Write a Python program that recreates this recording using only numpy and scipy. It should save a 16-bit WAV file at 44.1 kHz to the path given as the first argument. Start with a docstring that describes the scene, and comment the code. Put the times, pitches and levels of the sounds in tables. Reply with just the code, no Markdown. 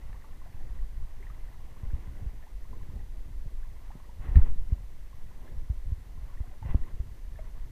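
"""Wading along a reedy shore

Someone wades slowly through shallow water, a small camera in a closed housing worn on the body.
Filtered noise makes the wind's rumble and rush, and clicks set off short swings for its buffeting.
Tiny ringing bubbles and noise make the swish, dulled by the housing's two resonances; larger bubbles plop.
Jolts and shoves thud as sagging swings with woody knocks, and dry ticks ring the shell.
Under it all lie the hiss and faint whine of the electronics."""
import sys
import numpy as np
from scipy import signal
from scipy.fft import rfft, irfft
from scipy.io import wavfile

SR = 44100
rng = np.random.default_rng(int(sys.argv[2]) if len(sys.argv) > 2 else 0)


def unload_wav(signal):
    """Save mono or channel-first audio to the path in sys.argv[1] as 16-bit WAV at rate SR, clipped to [-1, 1]."""
    wavfile.write(
        sys.argv[1],
        SR,
        np.round(np.clip(np.atleast_2d(signal).T, -1, 1) * 32767).astype(np.int16),
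    )


def voltage_ratio(level):
    """Linear amplitude factor for a level in decibels (scalar or array-like)."""
    return 10 ** (np.asarray(level, float) / 20)


N = 340067  # samples, about 7.7 s


def evened(x):
    """Scales to rms 1."""
    return x / np.sqrt(np.mean(x ** 2) + 1e-20)


def coloured(x, points):
    """Filters x by a spectrum of (Hz, dB) points and evens it."""
    f, db = np.transpose(points)
    hz = np.fft.rfftfreq(len(x), 1 / SR)
    gain = voltage_ratio(np.interp(np.log(hz + 1), np.log(f + 1), db))
    return evened(irfft(rfft(x) * gain, len(x)))


def lumps(rate_hz, depth_db):
    """Slow random wavering of the gain, depth in dB rms."""
    steps = rng.standard_normal(N)
    return voltage_ratio(depth_db * coloured(steps, [(rate_hz, 0), (2 * rate_hz, -40)]))


def sparse(per_s, spread_db):
    """Clicks at random moments, a few of them large."""
    sizes = voltage_ratio(spread_db * np.minimum(rng.exponential(1, N), 4))
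    return sizes * (rng.random(N) < per_s / SR)


def add(mix, s, sound):
    """Mixes a sound in at time s."""
    part = mix[max(round(s * SR), 0):][:len(sound)]
    part += sound[:len(part)]


def surges(rows, calm_db, column):
    """A calm level with a rounded swell and an almost equally long taper at each row, as a gain per sample."""
    t = np.arange(0, N / SR + .01, .005)
    power = voltage_ratio(2 * calm_db)
    for row in rows:
        u = abs(t - row[0]) / row[1]
        # swell and taper are shares of the surge's length
        shape = np.where(t < row[0], (u / 0.34) ** 2, (u / 0.38) ** 2.04)
        power = power + voltage_ratio(2 * row[column]) * np.exp(-shape)
    return np.interp(np.arange(N) / SR, t, np.sqrt(power))


def struck(modes, rise_s):
    """Dying sines of one struck object; a softer blow takes longer to rise."""
    t = np.arange(2000) / SR
    tones = sum(voltage_ratio(db - 60 * t / t60) * np.sin(2 * np.pi * hz * t) for hz, db, t60 in modes)
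    return (1 - np.exp(-t / rise_s)) * tones


def ring(hz, fade_ms):
    """The housing on its mount swings once or twice, its pitch sagging from 1.61 toward 0.39 of hz."""
    u = np.arange(round(3 * fade_ms * SR / 1000)) / (fade_ms * SR / 1000)
    sag = 0.61
    turns = np.cumsum(hz * (1 - sag + 2 * sag * np.exp(-u))) / SR
    swell = (1 - np.exp(-u / 0.073)) * (u + 0.3)
    return swell * np.exp(.6 - 0.95 * u ** 2) * np.sin(2 * np.pi * turns)


def bubble(hz, length_ms, rise):
    """A pocket of air is pinched off, rings with a faint tail, and rises in pitch near the surface."""
    u = np.arange(round(7 * length_ms * SR / 1000)) / (length_ms * SR / 1000)
    turns = np.cumsum(hz * (1 + rise * (np.minimum(u, 1.8) - .4))) / SR
    fade = 1.15 * np.exp(-u / 0.58) + 0.17 * np.exp(-u / 3.0)
    return (1 - np.exp(-u / 0.044)) * fade * np.sin(2 * np.pi * turns)


# Slowly rising and falling wind rumble on the housing. 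Each row: time in seconds, rumble level in dB rms.
BREEZE = [(0.0, -33), (0.34, -41), (0.79, -31), (1.67, -39), (1.87, -30), (2.25, -37), (3.35, -34.5),
          (4.06, -38), (4.29, -35), (4.51, -29), (4.81, -37), (5.28, -40.5), (5.6, -32.5), (6.03, -38.5),
          (6.59, -38.5), (6.85, -45), (7.13, -38), (7.71, -31)]
# Puffs of air at the port. Each row: loudest moment in seconds, length in seconds,
# buffeting level in dB rms, level of the air's rush in dB rms.
GUSTS = [(.07, 0.084, -50, -63), (.3, 0.27, -52.5, -65), (.6, 0.2, -49.5, -60), (.75, 0.23, -47, -65),
         (1.0, 0.12, -42, -72), (1.39, 0.27, -45, -78), (1.63, 0.18, -68, -63.5), (1.95, 0.43, -45, -58.5),
         (2.22, 0.31, -43, -58), (2.74, 0.16, -47.5, -56), (2.86, 0.11, -45, -58), (2.96, 0.073, -48, -53),
         (3.05, 0.38, -46.5, -70), (3.25, .2, -50, -63), (3.45, 0.14, -65, -62), (4.29, 0.26, -42, -54.5),
         (4.42, 0.21, -41, -51), (4.58, 0.18, -49, -64), (4.74, 0.2, -46.5, -60), (5.2, 0.23, -47.5, -74),
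         (5.47, 0.2, -45.5, -54.5), (5.8, 0.5, -43, -71), (6.18, 0.13, -45.5, -63), (6.7, 0.13, -29, -55),
         (6.9, 0.45, -50, -58.5), (7.35, 0.23, -42, -70), (7.52, 0.18, -64, -62.5), (7.66, 0.23, -48, -65)]
# Spectrum of the pressure rumble. Each row: frequency in Hz, relative level in dB per Hz.
RUMBLE = [(2, -14), (6, -1), (14, 0), (24, -7), (45, -8), (62, -18), (100, -45), (300, -110)]
# Spectrum of the rush of air. Each row: frequency in Hz, relative level in dB per Hz.
RUSH = [(60, -35), (120, -10.5), (200, -8), (300, -12), (480, -17.5), (800, -26.5), (1500, -56),
        (4000, -86)]


def wind():
    """Slow pressure rumble, eddies that shake the housing, and a lumpy rush past the port."""
    rumble = coloured(rng.standard_normal(N) * lumps(6, 2.2), RUMBLE)
    eddies = np.zeros(N)
    for hz in (48, 65, 92):
        kicks = sparse(40, 3.8) * rng.choice([-1, 1], N)
        eddies += signal.oaconvolve(kicks, ring(hz, 13.0))[:N]
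    rush = coloured(rng.standard_normal(N), RUSH) * lumps(12.8, 1.73)
    breeze = voltage_ratio(np.interp(np.arange(N) / SR, *np.transpose(BREEZE)))
    buffeting = surges(GUSTS, calm_db=-54, column=2) * evened(eddies)
    return breeze * rumble + buffeting + surges(GUSTS, calm_db=-64.5, column=3) * evened(rush)


# A leg pushes through the water. Each row: loudest moment in seconds, length in seconds, level in dB rms.
STRIDES = [(.12, 0.62, -65), (.6, 0.5, -64.5), (1.39, 0.91, -64.5), (2.0, 0.57, -62.5), (2.25, 0.13, -67),
           (2.9, 0.54, -71.5), (3.9, 0.23, -65.5), (4.27, 0.17, -53.5), (4.39, 0.1, -50),
           (4.465, 0.073, -55.5), (4.74, 0.087, -65), (5.46, 0.16, -63), (6.31, .15, -61.5),
           (6.5, .2, -64.5), (6.7, 0.15, -52), (6.8, .08, -71), (6.89, 0.068, -56), (7.52, 0.35, -65)]
# Water as heard inside the closed housing. Each row: frequency in Hz, relative level in dB per Hz.
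HOUSING = [(250, -8.5), (450, -6.5), (670, -6), (1040, -2.5), (1300, -10.5), (1650, -11), (2000, -7),
           (2350, -17), (2800, -16.5), (4100, -30.5), (7000, -74)]


def swish():
    """Many tiny bubbles of all sizes blur with the wash of pushed water, dulled by the housing."""
    stir = surges(STRIDES, calm_db=-68, column=2)  # the calm is water lapping between strides
    fizz = np.zeros(N)
    for hz in np.geomspace(400, 4000, 24):
        one_size = bubble(hz, 7000 / hz, 0.105) * hz
        fizz += signal.oaconvolve(sparse(45, 2.5), one_size)[:N]
    wash = evened(rng.standard_normal(N) * lumps(16.4, 2.3))
    # hard stirring drowns the single bubbles in the smooth wash
    standing_out = voltage_ratio(-6) * (stir / np.median(stir)) ** -.35
    return stir * coloured(standing_out * evened(fizz) + wash, HOUSING)


# Spectrum of the electronics' hiss. Each row: frequency in Hz, relative level in dB per Hz.
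HISS = [(100, -10.5), (600, 11.5), (1000, -1.5), (1350, 3.5), (1950, 8), (2400, 3), (4000, 2), (5500, -0.5),
        (8000, -2), (11000, -3), (14000, -2), (15400, -6)]
# Thin whining lines. Each row: frequency in Hz, level in dB rms.
WHINE = [(6051, -86), (10072, -97), (12102, -106)]


def electronics():
    """Steady filtered noise for the hiss, with three thin whining sines."""
    t = np.arange(N) / SR
    whine = sum(np.sqrt(2) * voltage_ratio(db) * np.sin(2 * np.pi * hz * t) for hz, db in WHINE)
    hiss_db = -66.5  # rms
    return voltage_ratio(hiss_db) * coloured(rng.standard_normal(N), HISS) + whine


# Single bubbles close by. Each row: loudest moment in seconds, level in dB, pitch in Hz,
# rise of pitch as a share per bubble length.
BUBBLES = [(.02, -56, 1940, 0.019), (.147, -55, 934, 0.23), (.223, -56, 1860, 0), (.247, -52, 890, 0),
           (.246, -52, 1140, 0.022), (.31, -57, 1055, 0.026), (.418, -53, 1050, 0.02),
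           (.463, -52, 707, 0.15), (.61, -54.5, 760, 0.1), (.79, -57, 1880, 0.046), (1.205, -50, 383, .05),
           (1.229, -49.5, 2050, 0.14), (1.27, -49, 1880, .06), (1.302, -49, 1220, 0.077),
           (1.43, -63, 707, 0.51), (1.486, -57, 1840, 0.022), (1.678, -56, 765, 0), (1.56, -58, 990, 0),
           (1.767, -55.5, 1020, 0.2), (1.905, -54, 1660, 0.3), (2.084, -56, 1030, 0), (2.438, -56, 1810, 0),
           (2.441, -55, 674, 0.069), (2.471, -52.5, 883, 0.28), (2.654, -54, 1030, .16),
           (2.733, -47.5, 994, 0.063), (2.814, -52.5, 1020, 0.052), (2.902, -55, 980, .2),
           (2.994, -58, 1920, 0), (3.003, -58, 815, .03), (3.632, -54.5, 1620, 0.16),
           (3.908, -47, 850, 0.35), (4.003, -54, 1074, .06), (4.044, -57, 1050, .2),
           (4.096, -50.5, 933, 0.047), (4.418, -49.5, 1470, .07), (4.754, -57, 570, 0),
           (5.132, -53.5, 1050, .1), (5.316, -54, 963, 0.12), (5.478, -56, 1680, .07),
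           (6.178, -56.5, 1060, 0), (6.313, -57, 1070, 0.086), (6.375, -52.5, 1860, .11),
           (6.441, -53, 710, 0.019), (6.515, -54, 734, 0.011), (6.532, -54, 566, 0.082),
           (6.629, -42, 885, 0), (6.664, -50, 534, 0.21), (6.838, -54.5, 1920, 0.1), (6.867, -54, 1050, 0),
           (7.359, -53, 1750, .01), (7.39, -54.5, 2100, 0.078), (7.394, -41, 632, 0)]


def bubbles():
    """The separate plops and drips around the boots; big bubbles and rising ones ring longer."""
    mix = np.zeros(N)
    for s, db, hz, rise in BUBBLES:
        length_ms = 9.22 * (1000 / hz) ** 0.51 * (1 + 1.2 * rise)
        onset = s - 0.252 * length_ms / 1000
        add(mix, onset, voltage_ratio(db) * bubble(hz, length_ms, rise))
    return mix


# Dry ticks on the shell, perhaps from a strap or a splashed drop. Each row: start in seconds, level in dB.
TICKS = [(0.129, -46), (.331, -54), (1.302, -54), (2.426, -51.5), (3.857, -57), (3.917, -53),
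         (4.357, -33.5), (4.377, -48), (6.627, -54), (6.661, -52), (7.389, -65)]
# Ringing modes of the shell. Each row: frequency in Hz, relative level in dB, t60 in seconds.
SHELL = [(800, -2, .015), (1300, 0.5, 0.01), (1796, 5.5, 0.012), (2210, -2, 0.011), (2770, -12, 0.015),
         (3940, -11, .01), (4750, -16, 0.0075)]


def ticks():
    """A light, quick blow rings only the shell."""
    mix, tick = np.zeros(N), struck(SHELL, 0.00074)
    for s, db in TICKS:
        add(mix, s, voltage_ratio(db) * tick)
    return mix


# Woody modes of the knocked housing. Each row: frequency in Hz, relative level in dB, t60 in seconds.
KNOCK = [(157, 6.5, 0.028), (242, 1, 0.029), (345, -1.5, 0.023), (510, 4, 0.0088), (760, -14.5, 0.016)]


def blow(mix, s, db, swing, sign, knock_db):
    """Moves the housing and adds a woody knock, the louder the sharper the blow."""
    level = np.sign(sign) * voltage_ratio(db)
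    add(mix, s, level * swing)
    add(mix, s, level * voltage_ratio(knock_db) * struck(KNOCK, 0.0019))


# Jolts to the housing. Each row: start in seconds, level in dB, nominal swing in Hz,
# first swing as +1 or -1, sharpness as the knock's level in dB relative to the jolt.
THUDS = [(1.833, -28, 74, 1, -29), (1.933, -22, 54.5, 1, -37), (2.076, -32.5, 68.6, -1, -34),
         (2.263, -25, 43.7, 1, -40), (3.46, -35, 91.5, 1, -22), (4.285, -26, 55, 1, -32),
         (4.356, -9.5, 52.2, 1, -32), (4.373, -11, 73, 1, -36), (4.385, -12.5, 60, 1, -43),
         (4.722, -16.5, 59.5, 1, -37), (5.573, -30.5, 52, 1, -42), (5.699, -19, 55.6, 1, -38),
         (5.92, -21, 56.3, 1, -27), (6.404, -24.5, 59, 1, -16.5), (6.663, -34, 70, -1, -9)]


def jolts():
    """Each jolt sets the housing swinging; the fade time is 0.78 of a nominal swing."""
    mix = np.zeros(N)
    for s, db, hz, sign, knock_db in THUDS:
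        blow(mix, s, db, ring(hz, 1000 * 0.78 / hz), sign, knock_db)
    return mix


# Damped shoves that push the pressure mostly one way. Each row: start in seconds, level in dB,
# fade in ms, direction as +1 or -1, sharpness as the knock's level in dB relative to the shove.
HEAVES = [(3.954, -40.5, 2.5, 1, 0), (4.313, -20, 14, -1, -40), (4.366, -9, 8.1, -1, -38),
          (4.41, -11, 33, 1, -61), (4.472, -18.5, 75, -1, -60), (4.569, -22, 52, 1, -63),
          (6.694, -23, 31, -1, -54), (6.746, -25.5, 3.5, -1, 1.5), (6.751, -12, 7.5, 1, -25),
          (6.807, -21.5, 34, -1, -60), (6.929, -28, 29, -1, -60), (6.996, -39, 5.3, -1, -20),
          (7.001, -21, 9.7, 1, -42)]


def shoves():
    """A heavily damped swing: the fade time is only 0.386 of a nominal swing."""
    mix = np.zeros(N)
    for s, db, fade_ms, sign, knock_db in HEAVES:
        blow(mix, s, db, ring(1000 * 0.386 / fade_ms, fade_ms), sign, knock_db)
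    return mix


def scene():
    """All sources at one microphone."""
    mix = wind() + swish() + electronics() + bubbles() + ticks() + jolts() + shoves()
    return mix[None]


def band_limit(x):
    """A steep low-pass at the top of the band."""
    return signal.sosfilt(signal.butter(12, 15560, fs=SR, output="sos"), x)


def record(dry):
    """Limits the band at the top with a steep low-pass."""
    edge = signal.firwin(511, 15520, window=("kaiser", 9), fs=SR)  # edge in Hz
    mix = signal.oaconvolve(dry, edge[None], "same")
    return band_limit(mix)


dry = scene()
out = record(dry)
unload_wav(out)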